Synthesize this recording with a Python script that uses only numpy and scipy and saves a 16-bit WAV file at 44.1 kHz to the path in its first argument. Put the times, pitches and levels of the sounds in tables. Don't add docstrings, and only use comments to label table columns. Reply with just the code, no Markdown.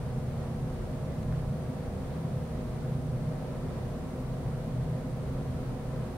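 import sys
import numpy as np
from scipy import signal
from scipy.fft import rfft, irfft
from scipy.io import wavfile
from scipy.ndimage import uniform_filter1d

SR = 44100
rng = np.random.default_rng(int(sys.argv[2]) if len(sys.argv) > 2 else 0)


def pcm_store(signal):
    levels = np.round(np.clip(np.atleast_2d(signal), -1, 1) * 32767)
    wavfile.write(sys.argv[1], SR, levels.astype(np.int16).T)


N = 272097
TIME, FREQS = np.arange(N) / SR, np.fft.rfftfreq(N, 1 / SR)


def gain_of(db):
    return 10 ** (np.asarray(db) / 20)


def unit_rms(x):
    return x / np.sqrt(np.mean(x ** 2) + 1e-20)


def over_spectrum(points):
    hz, value = np.transpose(points)
    return np.interp(np.log(FREQS + 1), np.log(hz + 1), value)


def resonances(modes):
    powers = (gain_of(db) ** 2 / (1 + ((FREQS - hz) / (0.91 * width)) ** 2) ** 2
              for hz, width, db in modes)
    return np.sqrt(sum(powers))


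def stereo_noise(colour, correlation):
    mid, side = rfft(rng.standard_normal((2, N)))
    mid, side = mid * np.sqrt(1 + correlation), side * np.sqrt(1 - correlation)
    return unit_rms(irfft(colour * np.array([mid + side, mid - side]), N))


def drift(rate_hz, size=2048):
    hz = np.fft.rfftfreq(size, N / SR / size)
    slow = irfft(rfft(rng.standard_normal(size)) * np.exp(-(hz / rate_hz) ** 2) * (hz > 0))
    return np.interp(TIME, np.linspace(0, N / SR, size), unit_rms(slow))


def tone(hz, db, wander_hz, flutter_db, flutter_hz, left_lead=0):
    pitch = hz + wander_hz * drift(rate_hz=2.92)
    phase = 2 * np.pi * (np.cumsum(pitch) / SR + rng.random())
    amplitude = np.sqrt(2) * gain_of(db + flutter_db * drift(flutter_hz))
    return amplitude * np.sin([phase + left_lead, phase])


def swell(curve, depth=1.0):
    times, db = np.transpose(curve)
    return gain_of(depth * np.interp(TIME, times, db - db.mean()))


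def steadied(noise, span_s=0.3, amount=0.7):
    power = uniform_filter1d((noise ** 2).mean(0), int(span_s * SR))
    return unit_rms(noise / np.sqrt(power) ** amount)


# (time [s], gain [dB], centre [Hz], decay [s])
TICK_CUES = [(1.2298, -51.5, 3700, .0025), (1.3249, -41.5, 1850, .0007)]

def ticks(log_width=0.72, snap=3.1):
    out = np.zeros(N)
    for start, db, hz, decay_s in TICK_CUES:
        burst = rng.standard_normal(N) * (TIME >= start) * np.exp(-abs(TIME - start) / decay_s)
        burst[round(start * SR)] = snap
        band = np.exp(-(np.log((FREQS + 1) / hz) / log_width) ** 2 / 2)
        rolloff = np.exp(-FREQS / (2 * hz))
        out += gain_of(db) * irfft(rfft(burst) * unit_rms(band * rolloff), N)
    return out


# (pitch [Hz], rms level [dB], left phase lead [rad])
BLADE_TONES = [(254.7, -54.5, 0.07), (509.3, -56, 0.1), (617, -56, 0.098), (634, -62, 0.043),
               (748.5, -64.5, 0.038), (1144, -72.5, 0)]

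def fans():
    return sum(tone(hz, db, wander_hz=0.44, flutter_db=2.0, flutter_hz=2.7, left_lead=lead)
               for hz, db, lead in BLADE_TONES)


# (harmonic number, rms level [dB], signed flutter depth [dB])
HUM_HARMONICS = [(2, -53, -2), (6, -55.5, 2.5), (8, -53, -0.2)]

def mains_hum(mains_hz=60):
    return sum(tone(harmonic * mains_hz, db, wander_hz=0.017, flutter_db=depth, flutter_hz=5.5)
               for harmonic, db, depth in HUM_HARMONICS)


# (frequency [Hz], relative level [dB])
AIR_EQ = [(10, -32), (24, -7), (45, -1.5), (110, -3.5), (240, -7), (320, -10), (500, -9), (700, -11.5),
          (850, -15.5), (1100, -17.5), (1500, -22.5), (2000, -25.5), (2600, -30), (4500, -33.5),
          (8000, -48.5), (16000, -55)]
# (frequency [Hz], left-right correlation)
AIR_IMAGE = [(30, 1), (150, 0.91), (300, 0.51), (550, 0.5), (1000, 0.54), (1500, 0.35), (2500, 0.067),
             (5000, -0.19), (8000, 0.58)]
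# (centre [Hz], width [Hz], relative peak [dB])
VENT_PEAKS = [(391.5, 13.6, 1.5), (397, 16, -4), (451.4, 9.7, 5), (514.3, 6, 6.5), (556.5, 16, 0),
              (668, 4.4, 3.5), (764, 29, -5.5), (997, 50, -11), (1310, 31, -14)]

def vent_air():
    rush = gain_of(-42.5) * stereo_noise(gain_of(over_spectrum(AIR_EQ)), over_spectrum(AIR_IMAGE))
    hollow = gain_of(-50) * stereo_noise(resonances(VENT_PEAKS), correlation=0.99)
    return (rush + hollow) * gain_of(0.48 * drift(rate_hz=4.8))


# (centre [Hz], width [Hz], relative peak [dB])
ROOM_PEAKS = [(38.6, 11.2, -7), (72.3, 7.6, -4.5), (93.4, 5.5, -5.5), (173.6, 10, -13), (191.4, 5.3, -5.5),
              (209.3, 5.1, -8), (222.9, 3.86, -3.5), (241, 3.4, -10), (254.9, 13.7, -7.5),
              (268.2, 3.1, -12.5)]
# (time [s], relative level [dB])
BASS_RIDE = [(0, -35), (0.38, -39), (0.62, -35.5), (1.02, -38.5), (1.35, -32.5), (1.68, -41.5), (1.92, -34),
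             (2.15, -42), (2.65, -36), (2.92, -39.5), (3.15, -38), (3.55, -40), (3.8, -38), (4.1, -41),
             (4.65, -36.5), (5.05, -41), (5.4, -35), (6.17, -41.5)]

def duct_rumble(split_hz=140):
    bass = stereo_noise(resonances([m for m in ROOM_PEAKS if m[0] < split_hz]), correlation=0.97)
    boom = stereo_noise(resonances([m for m in ROOM_PEAKS if m[0] >= split_hz]), correlation=0.95)
    return gain_of(-41.5) * steadied(bass) * swell(BASS_RIDE) + gain_of(-42.5) * steadied(boom)


# (pitch [Hz], wander [Hz], rms level before the ride [dB])
DUCT_NOTES = [(126.56, 1.64, -42), (138.6, 1.96, -45), (156.5, 2.68, -42.5)]
# (centre [Hz], width [Hz], relative peak [dB])
DUCT_SKIRTS = [(124, 7.9, 11.5), (154.6, 8.8, 8)]
# (time [s], relative level [dB])
DRONE_RIDE = [(0.0, -33.5), (0.57, -34.5), (0.69, -35.5), (0.83, -47), (0.93, -33), (1.07, -36.5),
              (1.36, -31.3), (1.52, -28.5), (1.7, -37), (1.92, -42.5), (2.29, -31), (2.57, -40), (3.0, -30),
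              (3.38, -34.5), (3.87, -37.5), (4.03, -42.5), (4.17, -39), (4.46, -30.5), (4.72, -35),
              (4.85, -30), (5.03, -38.5), (5.2, -36), (5.6, -33), (5.8, -40), (5.95, -33.5), (6.17, -46)]

def blower_drone():
    notes = sum(tone(hz, db, wander_hz, flutter_db=1.0, flutter_hz=7.8)
                for hz, wander_hz, db in DUCT_NOTES)
    turbulence = gain_of(-42.5) * stereo_noise(resonances(DUCT_SKIRTS), correlation=0.97)
    return (notes + turbulence) * swell(DRONE_RIDE, depth=0.76)


def scene():
    mix = duct_rumble() + blower_drone() + vent_air() + mains_hum() + fans() + ticks()
    return mix * gain_of([[-0.18], [0.18]])


# (frequency [Hz], relative level [dB])
HISS_EQ = [(100, -1), (3000, -8.5), (6000, -1), (7600, 0.5), (8800, 3.5), (10200, -1.5), (12500, -5.5),
           (15700, -8.5)]
# (frequency [Hz], left-right correlation)
HISS_IMAGE = [(3000, 0.31), (5500, -0.044), (7800, -0.64), (8800, -0.37), (10000, -0.1), (12500, -0.15),
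              (15000, .06)]

def record(dry, cutoff_hz=15750):
    hiss = gain_of(-61.5) * stereo_noise(gain_of(over_spectrum(HISS_EQ)), over_spectrum(HISS_IMAGE))
    fades = signal.windows.tukey(N, 0.0005)
    high_cut = signal.firwin(1023, cutoff_hz, window=("kaiser", 9), fs=SR)
    return signal.oaconvolve((dry + hiss) * fades, high_cut[None], "same")


dry = scene()
out = record(dry)
pcm_store(out)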